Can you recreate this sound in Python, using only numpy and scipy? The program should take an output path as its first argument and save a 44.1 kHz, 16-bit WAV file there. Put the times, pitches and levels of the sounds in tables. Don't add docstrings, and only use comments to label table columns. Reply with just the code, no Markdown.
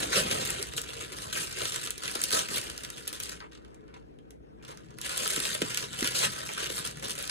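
import sys
import numpy as np
from scipy import signal
from scipy.fft import rfft, irfft
from scipy.io import wavfile
from scipy.ndimage import uniform_filter1d

SR = 44100
rng = np.random.default_rng(int(sys.argv[2]) if len(sys.argv) > 2 else 0)


def to_wav(sig):
    pcm = np.clip(np.atleast_2d(sig), -1, 1) * 32767
    pcm = np.round(pcm).astype(np.int16)
    wavfile.write(sys.argv[1], SR, pcm.T)


N = 321930
TIME = np.arange(N) / SR
BINS = np.fft.rfftfreq(N, 1 / SR)


def gain_of(db):
    return 10 ** (np.asarray(db) / 20)


def evened(x):
    return x / np.sqrt(np.mean(x ** 2) + 1e-20)


def read(points, hz):
    f, value = np.transpose(points)
    return np.interp(np.log(hz + 1), np.log(f + 1), value)


def curves(rows):
    s, *columns = np.transpose(rows)
    return [np.interp(TIME, s, c) for c in columns]


def colour(x, points):
    return irfft(rfft(x) * evened(gain_of(read(points, BINS))), N)


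def add(mix, s, sound):
    part = mix[:, max(round(s * SR), 0):][:, :sound.shape[1]]
    part += sound[:, :part.shape[1]]


def brighten(x, tilt_db, split_hz=5000):
    low = signal.sosfiltfilt(signal.butter(1, split_hz, fs=SR, output="sos"), x)
    return low * gain_of(-tilt_db / 2) + (x - low) * gain_of(tilt_db / 2)


def wander(top_hz):
    return evened(irfft(rfft(rng.standard_normal(N)) / (1 + (BINS / top_hz) ** 6), N))


def strokes(rows, column):
    force = 0
    for row in rows:
        shape = np.interp(TIME, row[:3], [0, 1, 0])
        force = force + gain_of(row[column]) * shape ** 1.07
    return force


def crack(rise_s, patchy_db, ring_db, ring_s, size=512):
    t = np.arange(size) / SR
    hz = np.fft.rfftfreq(size, 1 / SR)
    knots = np.linspace(0, np.sqrt(SR / 2), num=18)
    facet_db = patchy_db * np.interp(np.sqrt(hz), knots, rng.standard_normal(18))
    spectrum = rfft(rng.standard_normal((2, size))) * gain_of(facet_db)
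    flip = irfft(spectrum) * (t / rise_s * np.exp(1 - t / rise_s)) ** 2
    dull = irfft(spectrum / np.hypot(1, hz / 5000))
    ring = dull * gain_of(ring_db) * np.exp(-t / ring_s) * (1 - np.exp(-t / rise_s))
    both = flip + ring
    return both / np.linalg.norm(both, axis=1, keepdims=True)


def swarm(per_s, spread_db, count=200):
    sizes = gain_of(spread_db * np.minimum(rng.exponential(1, N), 3.5))
    sizes *= rng.random(N) < per_s / SR
    sizes /= np.sqrt(abs(uniform_filter1d(sizes ** 2, size=2200)) + 1e-4)
    facets = [crack(rise_s=0.00038, patchy_db=4.5, ring_db=-2.5, ring_s=0.0041) for _ in range(count)]
    which = rng.integers(0, count, N)
    out = np.zeros((2, N))
    for at in np.flatnonzero(sizes):
        add(out, at / SR, sizes[at] * facets[which[at]])
    return out


def folding(x, patchy_db, facet_db):
    z = signal.stft(x, nperseg=512, noverlap=384)[2]
    fine, broad = rng.standard_normal((2, *z.shape[1:]))
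    fine = evened(uniform_filter1d(uniform_filter1d(fine, size=4, axis=0), size=8, axis=1))
    broad = evened(uniform_filter1d(uniform_filter1d(broad, size=12, axis=0), size=16, axis=1))
    gains = evened(gain_of(patchy_db * fine + facet_db * broad))
    return signal.istft(z * gains, nperseg=512, noverlap=384)[1][:, :N]


# frequency in Hz, density in dB per Hz.
RUMBLE = [(15, -54.5), (25, -19), (49, 2.5), (71, 3.5), (95, -10), (118, -1), (264, -2), (326, 2),
          (394, -6), (427, 3), (621, -24.5), (700, -32.5), (1130, -29), (1480, -23.5), (2600, -34.5),
          (4700, -45.5), (5900, -41), (7300, -46.5), (9770, -46), (15000, -63)]
RUMBLE_SIDE = [(15, -47.5), (25, -29), (49, -25), (128, -7), (427, -13), (488, -11.5), (1580, -36.5),
               (5420, -51), (7280, -68.5), (9770, -58), (15000, -54)]
RUMBLE_DB, RUMBLE_SIDE_DB = -56.5, -53
HISS_WAVER_DB = 1.1
NOISE_LEFT_DB = 2


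def room_noise():
    mid = gain_of(RUMBLE_DB) * colour(rng.standard_normal(N), RUMBLE)
    side = gain_of(RUMBLE_SIDE_DB) * colour(rng.standard_normal(N), RUMBLE_SIDE)
    noise = np.array([mid + side, mid - side])
    hiss = signal.sosfiltfilt(signal.butter(4, 750, "high", fs=SR, output="sos"), noise)
    hiss_gain = gain_of(2.0 + HISS_WAVER_DB * wander(top_hz=9.1))
    wavering = folding(hiss, patchy_db=2.0, facet_db=2.0) * hiss_gain
    hum = gain_of(-60.5) * (1 + 0.28 * wander(top_hz=5)) * np.sin(2 * np.pi * 60.2 * TIME)
    balance = gain_of([[NOISE_LEFT_DB / 2], [-NOISE_LEFT_DB / 2]])
    return (noise - hiss + wavering + hum) * balance


# time in seconds, crinkle level in dB.
HANDLING = [(0, -43.5), (.25, -35.5), (.47, -35), (.7, -47), (1.1, -47.5), (1.7, -39.5), (1.88, -46.5),
            (1.96, -51), (2.28, -39), (2.75, -50), (3.05, -50.5), (3.35, -51.5), (3.48, -76.5),
            (4.55, -92.5), (4.75, -66), (4.96, -67.5), (5.03, -41.5), (5.2, -38), (5.6, -41.5), (5.7, -38),
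            (5.84, -37.5), (5.89, -49.5), (5.93, -44), (6.1, -36.5), (6.4, -40), (6.85, -45.5), (6.94, -53),
            (7.02, -49.5), (7.3, -42.5)]
# start in seconds, hold in seconds, crinkle level in dB, lean towards the treble in dB.
SQUEEZES = [(0, 0.033, -33, -2), (0.301, 0.024, -33, 3), (0.592, 0.021, -42.5, -0.5),
            (0.764, 0.014, -38.5, 19), (0.877, 0.017, -43.5, -3), (0.921, 0.081, -47, -1.5),
            (1.003, 0.016, -41, -3.5), (1.117, 0.012, -42, -3), (1.156, 0.023, -45, 13),
            (1.206, 0.029, -40, 1.5), (1.325, 0.097, -34.5, 4), (1.562, 0.06, -38.5, -2),
            (1.612, 0.091, -38.5, 8), (1.737, 0.019, -36, -4), (1.811, 0.044, -39, 3),
            (2.019, 0.18, -40.5, 1.5), (2.224, 0.021, -41, 19), (2.325, 0.066, -27.5, 1),
            (2.501, 0.055, -36.5, 4), (2.539, 0.032, -32.5, 1), (2.626, 0.081, -43, -5.5),
            (2.776, 0.066, -49.5, -3), (2.959, 0.03, -45.5, 5), (3.07, 0.011, -43, -7),
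            (3.126, 0.031, -42.5, 2), (3.199, 0.12, -43, -3.5), (3.512, 0.036, -63.5, -21),
            (3.638, .07, -74, -10.5), (3.934, 0.0097, -64.5, -26), (4.628, 0.06, -61.5, -14),
            (4.678, 0.013, -47, -9.5), (5.048, 0.0062, -35.5, 5), (5.097, .05, -41.5, 1),
            (5.167, 0.37, -35.5, 4), (5.924, 0.027, -42.5, -7), (5.973, 0.072, -37, 3),
            (6.154, 0.097, -35.5, 11), (6.572, 0.082, -37, -7), (6.705, 0.04, -40.5, 8),
            (6.755, 0.042, -36.5, 3), (6.843, 0.015, -36, 0), (7.024, 0.01, -39, -2), (7.04, 0.02, -39, -2),
            (7.095, 0.018, -38.5, 4.5), (7.177, .05, -40, -0.5), (7.293, 0.03, -32, -4)]
USUAL_DB = -34.5
HELD_TREBLE_DB, TREBLE_PER_DB = -1, 0.3542
ATTACK_S, RELAX_DB_PER_S = 0.0025, 277


def effort():
    held_db, = curves(HANDLING)
    power = gain_of(held_db) ** 2
    lean = power * (HELD_TREBLE_DB + TREBLE_PER_DB * (held_db - USUAL_DB))
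    for start_s, hold_s, db, treble_db in SQUEEZES:
        t = TIME - start_s
        bite = np.clip(t / ATTACK_S, 0, 1)
        held = gain_of(db - RELAX_DB_PER_S * np.maximum(t - hold_s, 0))
        squeeze = (bite * held) ** 2
        power = power + squeeze
        lean = lean + squeeze * treble_db
    return 10 * np.log10(power), lean / power


# frequency in Hz, density in dB per Hz.
FILM = [(150, -38), (400, -5.5), (620, -2.5), (780, -8.5), (1000, -1.5), (1550, -1.9), (2200, -3.5),
        (3200, 0), (4200, -2), (5500, -2), (8000, -3), (11500, -3), (13000, -2), (16000, -8.5)]
CRACKS_PER_S, CRACKS_FOLLOW = 1900, 0.3


def crinkle(level_db, treble_db, clump_db=2.5):
    rate_db = CRACKS_FOLLOW * (level_db - USUAL_DB) + clump_db * wander(top_hz=56.3)
    cracks = colour(swarm(CRACKS_PER_S * gain_of(rate_db), spread_db=3.5), FILM)
    return brighten(cracks, treble_db) * gain_of(level_db)


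# time in seconds, level in dB.
FLEX = [(0, -43), (.3, -42), (.85, -50.5), (1.1, -49), (1.35, -53), (1.6, -56), (1.9, -57), (2.56, -48),
        (3.2, -55.5), (4.7, -45), (5.3, -60.5), (5.65, -53.5), (6.45, -59.5), (7.03, -46), (7.3, -55.5)]
# frequency in Hz, density in dB per Hz.
SHEET = [(30, -20.5), (70, -5.5), (140, 2), (280, -1), (420, 2), (560, 5.5), (750, -0.5), (1200, -6),
         (3000, -65)]
FLEX_FOLLOW = 0.64


def flex(level_db):
    usual_db, = curves(FLEX)
    puffs = colour(swarm(per_s=900, spread_db=3.0), SHEET)
    return puffs * gain_of(usual_db + FLEX_FOLLOW * (level_db - USUAL_DB))


# time in seconds, level in dB.
BOOM = [(0, -59), (.25, -49.5), (.8, -59), (1.6, -54), (2.2, -73)]
# frequency in Hz, density in dB per Hz.
DEEP = [(25, -27), (55, -1.5), (90, -5.5), (130, 0.5), (250, -31), (1000, -69)]


def boom():
    level_db, = curves(BOOM)
    return colour(swarm(per_s=400, spread_db=3.0, count=20)[0], DEEP) * gain_of(level_db)


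# time of its height in seconds, level in dB, mid pitch of the panel in Hz.
THUMPS = [(.07, -43, 236), (.205, -41, 170), (.25, -41, 180), (.41, -42.5, 553), (.425, -48, 130),
          (.6, -38.5, 440), (.69, -45, 70), (.755, -45, 155), (0.971, -44.5, 417), (1.028, -43, 399),
          (1.12, -45.5, 406), (1.378, -52, 111), (1.58, -41, 418), (1.622, -36.5, 544), (1.633, -45, 110),
          (1.775, -51, 130), (1.85, -49, 280), (2.06, -46, 139), (2.23, -50, 110), (2.337, -33, 530),
          (2.41, -49, 119), (2.495, -46, 222), (2.591, -50, 120), (2.715, -47, 75), (2.87, -52, 110),
          (3.22, -50.5, 130), (3.355, -54.5, 150), (4.606, -57, 100.5), (5.22, -47.5, 220),
          (5.265, -43, 440), (5.371, -42, 158), (5.66, -44, 130.3), (6.28, -43, 220), (6.31, -43, 110),
          (6.86, -51, 99), (6.94, -57, 129)]
THUMP_RISE_S, THUMP_WAVER = 0.0143, .2


def thumps():
    out = np.zeros((2, N))
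    tension = np.exp(THUMP_WAVER * wander(top_hz=107))
    t = np.arange(round(.12 * SR)) / SR
    swing = (t / THUMP_RISE_S * np.exp(1 - t / THUMP_RISE_S)) ** 2
    for s, db, hz in THUMPS:
        pitch_hz = hz * tension[round(s * SR):][:len(t)]
        turns = np.cumsum(pitch_hz) / SR + rng.random()
        wave = gain_of(db) * swing * np.exp(2j * np.pi * turns)
        add(out, s - THUMP_RISE_S, np.array([wave.imag, wave.real]))
    return out


BEND_DELAY_S = 0.002626


def disperse(x, top_hz=12000):
    slowness = np.sqrt(1000 / np.clip(BINS, 500, top_hz))
    delay_s = BEND_DELAY_S * (slowness - np.sqrt(1000 / top_hz))
    return irfft(rfft(x) * np.exp(-2j * np.pi * np.cumsum(delay_s) * SR / N), N)


# time in seconds, level over a millisecond in dB, lean towards the treble in dB.
SNAPS = [(.3115, -18.5, -2.5), (.4508, -24, 14.5), (.4585, -26, 18), (.474, -28, 8.5), (.5015, -26, 4.5),
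         (.5042, -20, 8), (.5145, -30, 5), (.5975, -31, -10), (.6268, -22, 20.5), (.67, -33, -1),
         (.736, -29.5, -4), (.779, -21, -3.5), (.816, -25, 13), (.89, -33.5, -8), (1.0235, -33, 7),
         (1.1675, -38, 12), (1.1858, -32, -14), (1.3275, -25, 15), (1.3995, -35, 11), (1.527, -30, 5),
         (1.6175, -23.5, -8), (1.654, -20.5, 0), (1.7215, -26.5, -3), (1.76, -20.5, 6), (1.862, -28, 11),
         (1.8727, -25.5, -11.5), (1.8966, -36, -13), (1.9056, -19, 13.5), (1.9795, -25.5, 19.5),
         (2.0356, -26.5, -12.5), (2.056, -25, -14), (2.0787, -23, -3), (2.1135, -24.5, 8),
         (2.1529, -22.5, 6.5), (2.2161, -18.5, 6), (2.2311, -35, 7), (2.238, -14.5, 20.5),
         (2.2415, -20, 17), (2.2541, -28, 14.5), (2.285, -27, 13), (2.3062, -21, 6), (2.316, -21, 8.5),
         (2.3275, -19.5, 2), (2.3478, -16.5, 12.5), (2.4863, -26, 5.5), (2.5045, -32, 15),
         (2.5351, -29, 12.5), (2.5589, -20, 10), (2.5812, -19, 13), (2.6141, -27, 10.5), (2.64, -32, 5),
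         (2.699, -30, 9.5), (2.7776, -28, 9), (2.8351, -29, 1), (2.8483, -27.5, -3), (2.9022, -26, 8),
         (3.077, -19.5, 20.5), (3.091, -36, 12), (3.1286, -26.5, 8), (3.2014, -22.5, 19.5),
         (3.229, -30, 17), (3.2344, -24, 28), (3.2568, -35, 2.5), (3.2943, -28, 7), (3.403, -35, -40),
         (3.5217, -46, -14), (3.5506, -43.5, -29), (3.5744, -48, -18), (3.648, -48, -26), (3.745, -48, 0),
         (3.88, -53, -15), (4.187, -55.5, -25.5), (4.3066, -43, 8), (4.6255, -50, -10), (4.6495, -39.5, -6),
         (4.682, -40, -2), (4.7215, -50, -18), (4.7734, -39.5, -10), (4.9064, -48, -9), (4.9856, -32, 5),
         (5.0143, -25.5, 24), (5.094, -24.5, -5), (5.177, -20.5, 13), (5.258, -22, -10), (5.2763, -18, 13),
         (5.3049, -19, 17), (5.3337, -24, 16), (5.3621, -20, -3), (5.4015, -20, 4.5), (5.452, -22, -18),
         (5.488, -33, 3), (5.5491, -20, 6), (5.6186, -39, -18), (5.7455, -20, 20), (5.7733, -16, 4.5),
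         (5.8256, -27.5, -11), (5.9308, -32, 6), (6.0078, -24.5, 10), (6.0445, -19.5, -6),
         (6.074, -17, 9.5), (6.1896, -20, 11), (6.3912, -33, -5), (6.466, -30, 10), (6.4892, -29, -17),
         (6.5355, -29, 10), (6.6422, -26, 6), (6.7529, -29, 4), (6.7794, -22.5, 5), (6.8539, -27.5, 5),
         (6.862, -24, 5), (6.874, -25, 13), (6.9116, -33, 10), (6.9717, -34, 1), (6.9968, -37, 3),
         (7.0826, -26, 9.5), (7.0954, -26, -5), (7.1065, -20.5, 11), (7.1531, -31, -1), (7.1885, -27.5, 11),
         (7.226, -23, 13), (7.2528, -32, 9), (7.276, -27.5, 26)]
STRAYS_PER_S, STRAY_OVER_DB, STRAY_SPREAD_DB = 13, 6, 0.5
STRAY_TREBLE_DB, STRAY_TREBLE_SPREAD_DB = 12, 6
SETTLE_DB, SETTLE_S = -7, .0025


def snaps(level_db, lean_db):
    chance, size, colouring = rng.random(N), rng.standard_normal(N), rng.standard_normal(N)
    events = list(SNAPS)
    for at in np.flatnonzero(chance < STRAYS_PER_S / SR):
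        stray_db = level_db[at] + STRAY_OVER_DB + STRAY_SPREAD_DB * size[at]
        stray_lean_db = lean_db[at] + STRAY_TREBLE_DB + STRAY_TREBLE_SPREAD_DB * colouring[at]
        events.append((at / SR, stray_db, stray_lean_db))
    out = np.zeros((2, N))
    for s, db, treble_db in events:
        tick, settling = [crack(rise_s=.0003, patchy_db=3.5, ring_db=-5, ring_s=.0025) for _ in range(2)]
        add(tick, SETTLE_S * (.5 + rng.random()), gain_of(SETTLE_DB) * settling)
        tick = brighten(tick, treble_db)
        unit = tick / np.linalg.norm(tick[0]) * np.sqrt(SR / 1000)
        add(out, s, gain_of(db) * unit)
    return disperse(colour(out, FILM))


# start in seconds, height in seconds, end in seconds,
# lean towards the treble in dB, rasp in dB, drumming of the taut bag in dB.
PULLS = [(0.114, 0.127, 0.18, -7, -27, -61), (0.14, 0.175, .24, -3, -22, -33),
         (2.315, 2.332, 2.33, 3, -23.5, -46), (6.036, 6.058, 6.1, 0.5, -29.5, -56),
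         (6.147, 6.15, 6.2, -0.5, -28, -70), (6.16, 6.247, 6.28, -1.5, -24.5, -48.5)]


def pulls():
    rasp = colour(swarm(per_s=5000, spread_db=0.5), FILM)
    return sum(brighten(rasp, row[3]) * strokes([row], column=-2) for row in PULLS)


# frequency in Hz, density in dB per Hz.
TAUT = [(40, -20), (100, -14), (200, -5), (330, -16), (440, 1), (620, 1), (720, -25.5), (1500, -49)]


def drumming():
    return colour(swarm(per_s=1600, spread_db=-5.0)[0], TAUT) * strokes(PULLS, column=-1)


# start in seconds, height in seconds, end in seconds, level in dB.
SCUFFS = [(2.152, 2.155, 2.19, -40), (3.403, 3.416, 3.48, -47), (3.54, 3.552, 4.2, -67),
          (3.878, 3.882, 3.94, -62), (3.932, 3.947, 3.977, -52), (4.03, 4.08, 4, -67),
          (4.54, 4.64, 4.7, -63.5), (4.683, 4.7, 4.75, -48.5), (4.7, 4.74, 4.65, -62.5),
          (4.89, 4.912, 4.95, -57.5), (6.482, 6.492, 6.54, -42.5)]
# frequency in Hz, density in dB per Hz.
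CARDBOARD = [(200, -37), (600, -4), (950, 6.5), (1600, -1.5), (2300, -3), (4000, -15), (9000, -31)]


def scuffs():
    return colour(swarm(per_s=2400, spread_db=5.5), CARDBOARD) * strokes(SCUFFS, column=-1)


# start in seconds, level in dB, first pitch in Hz, last pitch in Hz, length in seconds.
POPS = [(2.152, -28, 1030, 217, 0.0116), (5.375, -26, 628, 176, 0.0072), (5.616, -23.5, 678, 139, 0.013),
        (6.023, -23.5, 421, 189.5, 0.0076), (6.699, -30.5, 748, 284, 0.0097)]
POP_RISE_S, POP_RATTLE_DB = 0.002, -3.5


def pops():
    out, shake = np.zeros((2, N)), np.zeros(N)
    for s, db, first_hz, last_hz, length_s in POPS:
        t = np.arange(round(length_s * SR)) / SR
        hz = np.geomspace(first_hz, last_hz, len(t))
        fade = np.cos(np.pi / 2 * (t / length_s) ** 2)
        force = gain_of(db) * np.minimum(t / POP_RISE_S, 1) * fade
        wave = force * np.exp(2j * np.pi * np.cumsum(hz) / SR)
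        add(out, s, np.array([wave.imag, wave.real]))
        add(shake[None], s, force[None])
    rattle = brighten(colour(swarm(per_s=1100, spread_db=6.0, count=40), FILM), tilt_db=-8.0)
    return out + gain_of(POP_RATTLE_DB) * shake * evened(rattle)


# time in seconds, level in dB.
HOLLOWS = [(4.45, -78.5), (4.7, -62.5), (5.0, -60.5), (5.35, -57), (5.8, -60), (6.25, -51), (6.55, -61.5),
           (6.9, -53.5), (7.3, -64)]
# frequency in Hz, density in dB per Hz.
CAVITY = [(60, -30), (95, -6.5), (130, 5), (200, -3.5), (270, -13), (600, -50)]
CAVITY_LEFT_DB = 5.5


def hollow():
    level_db, = curves(HOLLOWS)
    bumps = colour(swarm(per_s=300, spread_db=3.0, count=30)[0], CAVITY) * gain_of(level_db)
    return bumps * gain_of([[CAVITY_LEFT_DB / 2], [-CAVITY_LEFT_DB / 2]])


# frequency in Hz, time to fall 60 dB in seconds.
ROOM = [(200, 0.14), (1000, 0.14), (4000, 0.12), (9000, 0.18), (16000, 0.094)]


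def tail(size=17640):
    taps = rng.choice([-1., 1.], (2, size)) * (rng.random((2, size)) < 3000 / SR)
    taps[:, :round(.003 * SR)] = 0
    hz, t, z = signal.stft(taps, SR, nperseg=256)
    decay = gain_of(-60 * t / read(ROOM, hz)[:, None])
    echoes = signal.istft(z * decay, SR, nperseg=256)[1]
    return brighten(echoes / np.linalg.norm(echoes[0]), tilt_db=-11.0)


def room(x, wet_db, count=4):
    wet = 0
    for k in range(count):
        share = np.sqrt(2 / count) * np.cos(np.pi * (2 * TIME + k / count))
        wet = wet + signal.oaconvolve(x * share, tail(), axes=1)[:, :N]
    return x + gain_of(wet_db) * wet


# frequency in Hz, coherence from 0 to 1.
LIKENESS = [(60, 0.87), (300, 0.85), (520, 0.94), (780, 1), (1050, 0.87), (1500, 0.8), (2700, 0.28),
            (4000, 0.5), (5200, 0.66), (6000, 0.13), (6800, 0.6), (11500, 0.63), (13000, 0.98)]
# frequency in Hz, lead of the left in radians.
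LEAD = [(60, -1.5), (260, 0.42), (430, 1.1), (600, 2.5), (760, 3.5), (1150, 3.5), (1500, 5.5), (2400, 4.5),
        (3200, 4.5), (4100, 6), (5000, 10), (5700, 10), (6300, 7), (10000, 5), (12700, np.pi),
        (20000, np.pi)]


def ports(x):
    a, b = rfft(x)
    same = np.clip(read(LIKENESS, BINS), 0, 1)
    right = (same * a + np.sqrt(1 - same ** 2) * b) * np.exp(-1j * read(LEAD, BINS))
    return irfft(np.array([a, right]), N)


RUSTLE_TOP_HZ = 13500
FOLD_COLOUR_DB = 1.5


def scene():
    level_db, treble_db = effort()
    small_cracks = crinkle(level_db, treble_db) + pulls() + scuffs()
    rustle = folding(small_cracks, patchy_db=2.0, facet_db=FOLD_COLOUR_DB)
    rustle = signal.sosfilt(signal.butter(8, RUSTLE_TOP_HZ, fs=SR, output="sos"), rustle)
    film = room(rustle + snaps(level_db, treble_db), wet_db=-8.5)
    body = room(flex(level_db) + thumps(), wet_db=-9.5) + room(pops(), wet_db=-11)
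    return ports(film + body) + drumming() + boom() + hollow() + room_noise()


EDGE_HZ = 16200


def record(dry):
    return signal.oaconvolve(dry, signal.firwin(511, EDGE_HZ, window=("kaiser", 9), fs=SR)[None], "same")


dry = scene()
out = record(dry)
to_wav(out)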